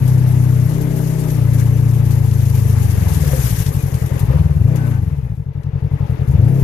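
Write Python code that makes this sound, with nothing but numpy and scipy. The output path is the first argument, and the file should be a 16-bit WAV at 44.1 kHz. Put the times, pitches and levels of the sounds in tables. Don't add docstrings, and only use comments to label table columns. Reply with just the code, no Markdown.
import sys
import numpy as np
from scipy import signal
from scipy.io import wavfile
from scipy.ndimage import uniform_filter1d

SR = 44100
rng = np.random.default_rng(int(sys.argv[2]) if len(sys.argv) > 2 else 0)


def wrap_up_sound(samples):
    columns = np.atleast_2d(samples).T
    tamed = np.clip(columns, -1, 1)
    steps = np.round(tamed * 32767).astype(np.int16)
    wavfile.write(sys.argv[1], SR, steps)


N = 292383

CRUISE_SPEED = 30
LOAD_RELEASE_S = .14


def from_db(db):
    return 10 ** (np.asarray(db) / 20)


def rms_one(x):
    return x / np.sqrt(np.mean(x ** 2) + 1e-20)


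def in_time(rows):
    s, *columns = np.transpose(rows)
    return [np.interp(np.arange(N) / SR, s, column) for column in columns]


def at_hz(points, hz):
    points = np.array(points)
    return np.interp(np.log(hz), np.log(points[:, 0]), points[:, 1])


def ramp(start_s, length_s):
    return np.clip((np.arange(N) / SR - start_s) / length_s, 0, 1)


def drift(rate_hz):
    step = 40
    r = np.exp(-2 * np.pi * rate_hz * step / SR)
    white = rng.standard_normal(N // step + 2002)
    slow = signal.lfilter([1], [1, -2 * r, r * r], white)[2000:]
    return np.interp(np.arange(N) / step, np.arange(len(slow)), rms_one(slow))


def butter(hz, kind, order=2):
    return signal.butter(order, hz, kind, fs=SR, output="sos")


def resonate(x, hz, width_hz, zeros=(1, 0, -1)):
    r = np.exp(-np.pi * width_hz / SR)
    poles = [1, -2 * r * np.cos(2 * np.pi * hz / SR), r * r]
    return signal.lfilter(np.array(zeros) * (1 - r * r) / 2, poles, x + 1e-18)


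def fade(clicks, seconds):
    return signal.lfilter([1], [1, -np.exp(-1 / (seconds * SR))], clicks + 1e-18)


def pan(left_db):
    gains = from_db([[left_db / 2], [-left_db / 2]])
    return gains / gains.mean()


def place(x, left_db, right_lag_ms):
    n = np.arange(N)
    right = np.interp(n - right_lag_ms * SR / 1000, n, x)
    return pan(left_db) * np.array([x, right])


def coloured(white, colour, patchy_db, flicker_hz, count):
    # hz, left_db
    balance = [(60, -15), (200, 6), (370, 14.5), (1240, 10), (2280, 11.5), (4500, 10.5), (7650, 16),
               (10500, 12), (13000, 3.5)]
    # hz, likeness (0-1)
    likeness = [(60, .95), (290, 0.34), (620, 0), (1350, 0.04), (14000, 0)]
    edges = np.geomspace(colour[0][0], min(colour[-1][0], SR / 2 - 1000), count + 1)
    out = 0
    for k, (low, high) in enumerate(zip(edges, edges[1:])):
        mid, side = signal.sosfilt(butter([low, high], "band"), white[k % 2])
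        hz = np.sqrt(low * high)
        alike = np.clip(at_hz(likeness, hz), 0, 1)
        gain = from_db(at_hz(colour, hz) + patchy_db * drift(flicker_hz))
        stereo = np.sqrt(1 + alike) * mid + np.sqrt(1 - alike) * side * [[1], [-1]]
        out = out + gain * pan(at_hz(balance, hz)) * stereo
    return out / np.std(out.mean(axis=0))


def crankshaft():
    # start_s, speed (four-stroke cycles per s)
    slowing = [(0.0, 31.897), (0.7, 30.941), (0.767, 32.607), (1.253, 31.282), (1.405, 29.602),
               (2.015, 29.033), (2.416, 26.447), (2.787, 25.935), (3.616, 12.281), (4.028, 10.333),
               (5.844, 11.179), (6.63, 9.525)]
    # start_s, rise_s, hold_s, speed gained (cycles per s)
    blips = [(4.179, 0.222, 0.021, 10.315), (4.542, 0.159, 0.207, 18.237), (6.226, 0.281, 0.2, 24.043)]
    coast_s, surge_build_s = .633, .09
    speed, = in_time(slowing)
    surge = 0
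    for s, rise, hold, gained in blips:
        coasting = (1 - ramp(s + rise + hold, coast_s)) ** 2
        speed = speed + gained * ramp(s, rise) * coasting
        surge = surge + ramp(s, surge_build_s) * (1 - ramp(s + rise, LOAD_RELEASE_S))
    return speed, surge


def engine_load():
    # start_s, length_s, load (0-1)
    pulls = [(0.666, .62, 0.82), (4.657, .12, 0.38), (6.462, .25, 0.5)]
    attack_s = .04
    return sum(load * ramp(s, attack_s) * (1 - ramp(s + length, LOAD_RELEASE_S))
               for s, length, load in pulls)


def lull():
    deepest_s, fall_s, recover_s, depth_db = 5.504, 0.87, 0.36, -7
    return depth_db * (ramp(deepest_s - fall_s, fall_s) - ramp(deepest_s, recover_s))


def firings(turns, speed, uneven_db, idle_uneven_db, jitter_ms):
    # place in the cycle (0-1), idle_db, running_db
    strokes = [(.379, -2, -6), (.622, 0, 0), (.866, -6, -11)]
    clicks, cycles, n = np.zeros(N), np.arange(int(turns[-1]) + 1), np.arange(N)
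    for where, idle_db, running_db in strokes:
        early, strong = rng.standard_normal((2, len(cycles)))
        at = np.interp(cycles + where, turns, n, right=2 * N)
        slowness = (speed.min() / np.interp(at, n, speed)) ** 2
        at = at + early * slowness * jitter_ms * SR / 1000
        inside = at < N
        at = at[inside].astype(int)
        spread_db = uneven_db + idle_uneven_db * slowness[inside]
        strength_db = np.interp(speed[at], [14, 21], [idle_db, running_db])
        clicks[at] = from_db(strength_db + spread_db * strong[inside])
    return clicks


def cycle_rms(x, turns):
    energy, n = np.cumsum(x * x), np.arange(N)
    start, end = (np.interp(turns + half, turns, n) for half in (-.5, .5))
    power = (np.interp(end, n, energy) - np.interp(start, n, energy)) / (end - start)
    return np.sqrt(uniform_filter1d(power, size=1500) + 1e-30)


def rumble(speed, rumble_db):
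    # hz, level_db per Hz
    rumble_colour = [(25, -13), (50, -50), (100, 14), (250, -9), (500, -69)]
    white = rng.standard_normal((2, 2, N))
    noise = coloured(white, rumble_colour, patchy_db=-4.5, flicker_hz=0.63, count=5)
    return from_db(rumble_db) * speed / speed.max() * noise


def tyres(bed_db, grain_db, lump_db, snap_db):
    # start_s, level_db
    bed_curve = [(0.02, -46), (0.94, -43.5), (2.0, -45.5), (2.99, -40), (3.5, -31.5), (3.76, -40),
                 (4.55, -54.5), (4.88, -51.5), (5.13, -58), (5.3, -64), (5.52, -75), (6.6, -51.5)]
    # start_s, peak_db
    loud_snaps = [(0.0772, -26), (0.1336, -38), (1.237, -31), (1.302, -26), (1.5848, -29), (2.0502, -35),
                  (2.1065, -26), (2.5496, -26), (2.5985, -36), (3.9419, -22.5), (4.06, -25.5),
                  (4.1929, -21), (4.7566, -27), (6.2751, -39)]
    # hz, level_db per Hz
    tyre_colour = [(1500, -3), (3000, -7.5), (4500, -8), (6700, -3.5), (8200, -9.5), (10000, -4),
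                   (11900, 2), (13000, 4.5), (14500, -26)]
    snap_s = 0.014
    snaps_per_s, lesser_db, lesser_spread_db, wash_db = 11, -6.5, 5.5, -44.5
    level_db, = in_time(bed_curve)
    born = rng.random(N) < snaps_per_s / SR
    snap_level_db = np.minimum(level_db, wash_db) + lesser_db
    snaps = born * from_db(snap_level_db + lesser_spread_db * rng.standard_normal(N))
    for s, db in loud_snaps:
        snaps[int(s * SR)] = from_db(db + snap_db)
    age = np.arange(SR // 5) / SR
    snap_shape = np.exp(-(age / snap_s) ** 2 / 2)
    bed = from_db(level_db + bed_db + lump_db * drift(16.7))
    crush = bed + signal.fftconvolve(snaps, snap_shape)[:N]
    grains = rng.standard_normal((2, 2, N)) * rms_one(from_db(grain_db * drift(900)))
    return crush * coloured(grains, tyre_colour, patchy_db=1.5, flicker_hz=34, count=16)


def ticks(decay_s, bright_hz):
    # start_s, level_db
    grit = [(2.312, -35.5), (3.664, -27.5), (3.941, -38), (5.633, -49)]
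    strikes = np.zeros(N)
    for s, db in grit:
        strikes[int(s * SR)] = from_db(db)
    crack = fade(strikes, decay_s) * rng.standard_normal(N)
    return 2 * signal.sosfilt(butter([900, min(bright_hz, SR / 3)], "band", order=1), crack)


def squeaks(waver):
    # start_s, length_s, pitch_hz, level_db
    slips = [(1.735, .03, 6000, -47), (2.175, .035, 6750, -49), (2.335, .035, 6150, -48),
             (2.74, .03, 10100, -47), (3.785, .045, 2450, -43), (4.775, .115, 1520, -36),
             (4.92, .07, 1535, -38.5), (5.14, .2, 2500, -60)]
    out, t = np.zeros(N), np.arange(N) / SR
    clock = np.cumsum(1 + waver * drift(65)) / SR
    for s, length, hz, db in slips:
        on = (t > s) & (t < s + length)
        swell = np.sqrt(np.sin(np.pi * (t[on] - s) / length))
        out[on] += from_db(db) * swell * np.sin(2 * np.pi * hz * clock[on])
    return out * from_db(1.5 * drift(30))


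def chassis(knock_db, rattle):
    # start_s, peak_db
    knocks = [(3.235, -20), (3.333, -12.5), (4.303, -16.5), (4.335, -19), (4.75, -24)]
    # pitch_hz, level_db, t60_s
    modes = [(345, -10, .07), (520, 1.5, .12), (575, -9, .09), (720, -12, .06), (950, -10, .06),
             (1220, -13, .05), (2050, -17, .03)]
    jolts = np.zeros(N)
    for s, db in knocks:
        jolts[int(s * SR)] = from_db(db + knock_db)
    jolts = jolts + rattle * fade(jolts, seconds=0.01) * rng.standard_normal(N)
    out = 0
    for hz, db, t60 in modes:
        r, w = from_db(-60 / (t60 * SR)), 2 * np.pi * hz / SR
        ring = signal.lfilter([0, np.sin(w)], [1, -2 * r * np.cos(w), r * r], jolts)
        out = out + from_db(db) * ring
    return out


def intake(clicks, speed, surge, rasp_db, low_hz, high_hz):
    gulps = rms_one(fade(fade(clicks, seconds=.004), seconds=.016))
    air = gulps * rng.standard_normal(N)
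    rasp = rms_one(signal.sosfilt(butter([low_hz, high_hz], "band", order=3), air))
    return from_db(rasp_db) * surge * (speed / CRUISE_SPEED) ** 2 * rasp


def drone(turns, speed, load, drone_db, cab_hz, cab_width_hz, cab_db):
    # order (multiple of the cycle rate), light_throttle_db, under_load_db
    orders = [(1, -39, -31), (2, -32, -30), (7, -38, -35), (8, -33, -41), (9, -47, -32), (10, -39, -39),
              (12, -42, -32), (13, -52, -43), (14, -44, -36), (16, -52, -46), (18, -51, -45),
              (20, -49, -44)]
    strain = np.clip(np.gradient(speed) * SR / 60, 0, 1)
    out = 0
    for order, light_db, open_db in orders:
        near = 1 / (1 + ((order * speed - cab_hz) / cab_width_hz) ** 2)
        level_db = light_db + np.clip(load, 0, 1) * (open_db - light_db)
        level_db = level_db + cab_db * near + 2 * drift(10)
        wobble = order * (.004 + .022 * strain) * drift(25)
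        phase = order * turns + wobble + rng.random()
        out = out + from_db(level_db) * np.sin(2 * np.pi * phase)
    return from_db(drone_db) * (speed / CRUISE_SPEED) ** 2 * out


def drivetrain(clicks, throb, gain_db, uneven_db):
    # start_s, level_db
    clatter_curve = [(0.04, -42), (2.43, -43.5), (3.36, -38.5), (3.69, -43), (4.39, -39), (4.41, -42.5),
                     (4.68, -46.5), (4.77, -40), (5.39, -56), (6.21, -42.5), (6.53, -45.5), (6.6, -41.5)]
    # hz, level_db per Hz
    clatter_colour = [(200, 10.5), (450, 7), (700, 0.5), (1000, 1.5), (1300, -6.5), (1800, -4.5),
                      (2500, -10), (3200, -16.5), (6000, -25), (8500, -66), (14000, -84)]
    level_db, = in_time(clatter_curve)
    beat = rms_one(1 + throb * fade(clicks, seconds=0.0035))
    white = rng.standard_normal((2, 2, N)) * beat
    noise = coloured(white, clatter_colour, patchy_db=2.0, flicker_hz=24.6, count=16)
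    return from_db(level_db + gain_db + uneven_db * drift(7.4)) * noise


def panels(clicks, turns, buzz_db, rough):
    # pitch_hz, width_hz, level_db
    resonances = [(235, 35, -8), (294, 20, -10), (384, 22, -7), (442, 10, 7.5), (520, 50, -9),
                  (610, 60, -8.5), (836, 18, -4), (965, 70, -16)]
    shake = clicks + rough * fade(clicks, seconds=0.0064) * rng.standard_normal(N)
    buzz = 0
    for k, (hz, width, db) in enumerate(resonances):
        buzz = buzz + (-1) ** k * from_db(db) * resonate(shake, hz, width)
    buzz = signal.sosfilt(butter(220, "high", order=4), buzz)
    return from_db(buzz_db) * buzz / cycle_rms(buzz, turns)


def exhaust(clicks, turns, level_db, load):
    boom_load_db, ring_db, ring_load_db = -14.5, -0.5, 4
    gas = resonate(-clicks, hz=60, width_hz=25)
    gas = resonate(gas, hz=116, width_hz=72)
    gas = rms_one(resonate(gas, hz=146, width_hz=46, zeros=(1,)))
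    gas = signal.sosfiltfilt(butter(215, "low", order=6), gas)
    gas = gas / cycle_rms(gas, turns)
    boom = signal.sosfiltfilt(butter(142, "low", order=8), gas)
    ring = gas - boom
    return from_db(level_db) * (from_db(boom_load_db * load) * boom
                                + from_db(ring_db + ring_load_db * load) * ring)


def scene():
    speed, surge = crankshaft()
    load, lull_db = engine_load(), lull()
    turns, octaves = np.cumsum(speed) / SR, np.log2(speed / CRUISE_SPEED)
    clicks = firings(turns, speed, uneven_db=.55, idle_uneven_db=1.8, jitter_ms=.8)

    ground = rumble(speed, rumble_db=-28)
    ground = ground + tyres(bed_db=1, grain_db=1, lump_db=1.4, snap_db=-15.5)

    buzz_db = -41 - 0.5 * octaves + 4 * load - 1 * surge + 1.44 * lull_db
    exhaust_db = -11.5 + 3.5 * octaves + 3 * surge + lull_db

    body = ticks(decay_s=.005, bright_hz=8000) + squeaks(waver=.006)
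    body = body + chassis(knock_db=-7, rattle=.012)
    body = body + intake(clicks, speed, surge, rasp_db=-37.5, low_hz=278, high_hz=650)
    body = body + drone(turns, speed, load, drone_db=-.5, cab_hz=294, cab_width_hz=10, cab_db=6.5)
    body = body + panels(clicks, turns, buzz_db, rough=0.06)
    body = place(body, left_db=8.0, right_lag_ms=0.31)

    clatter = drivetrain(clicks, throb=0.18, gain_db=5.5, uneven_db=1)
    engine = place(exhaust(clicks, turns, exhaust_db, load), left_db=5.3, right_lag_ms=.55)
    return ground + body + clatter + engine


def record(dry):
    cutoff_hz = 14650
    rounded = dry / (1 + (dry / .97) ** 8) ** (1 / 8)
    return signal.sosfilt(signal.ellip(10, .1, 80, cutoff_hz, fs=SR, output="sos"), rounded)


dry = scene()
out = record(dry)
wrap_up_sound(out)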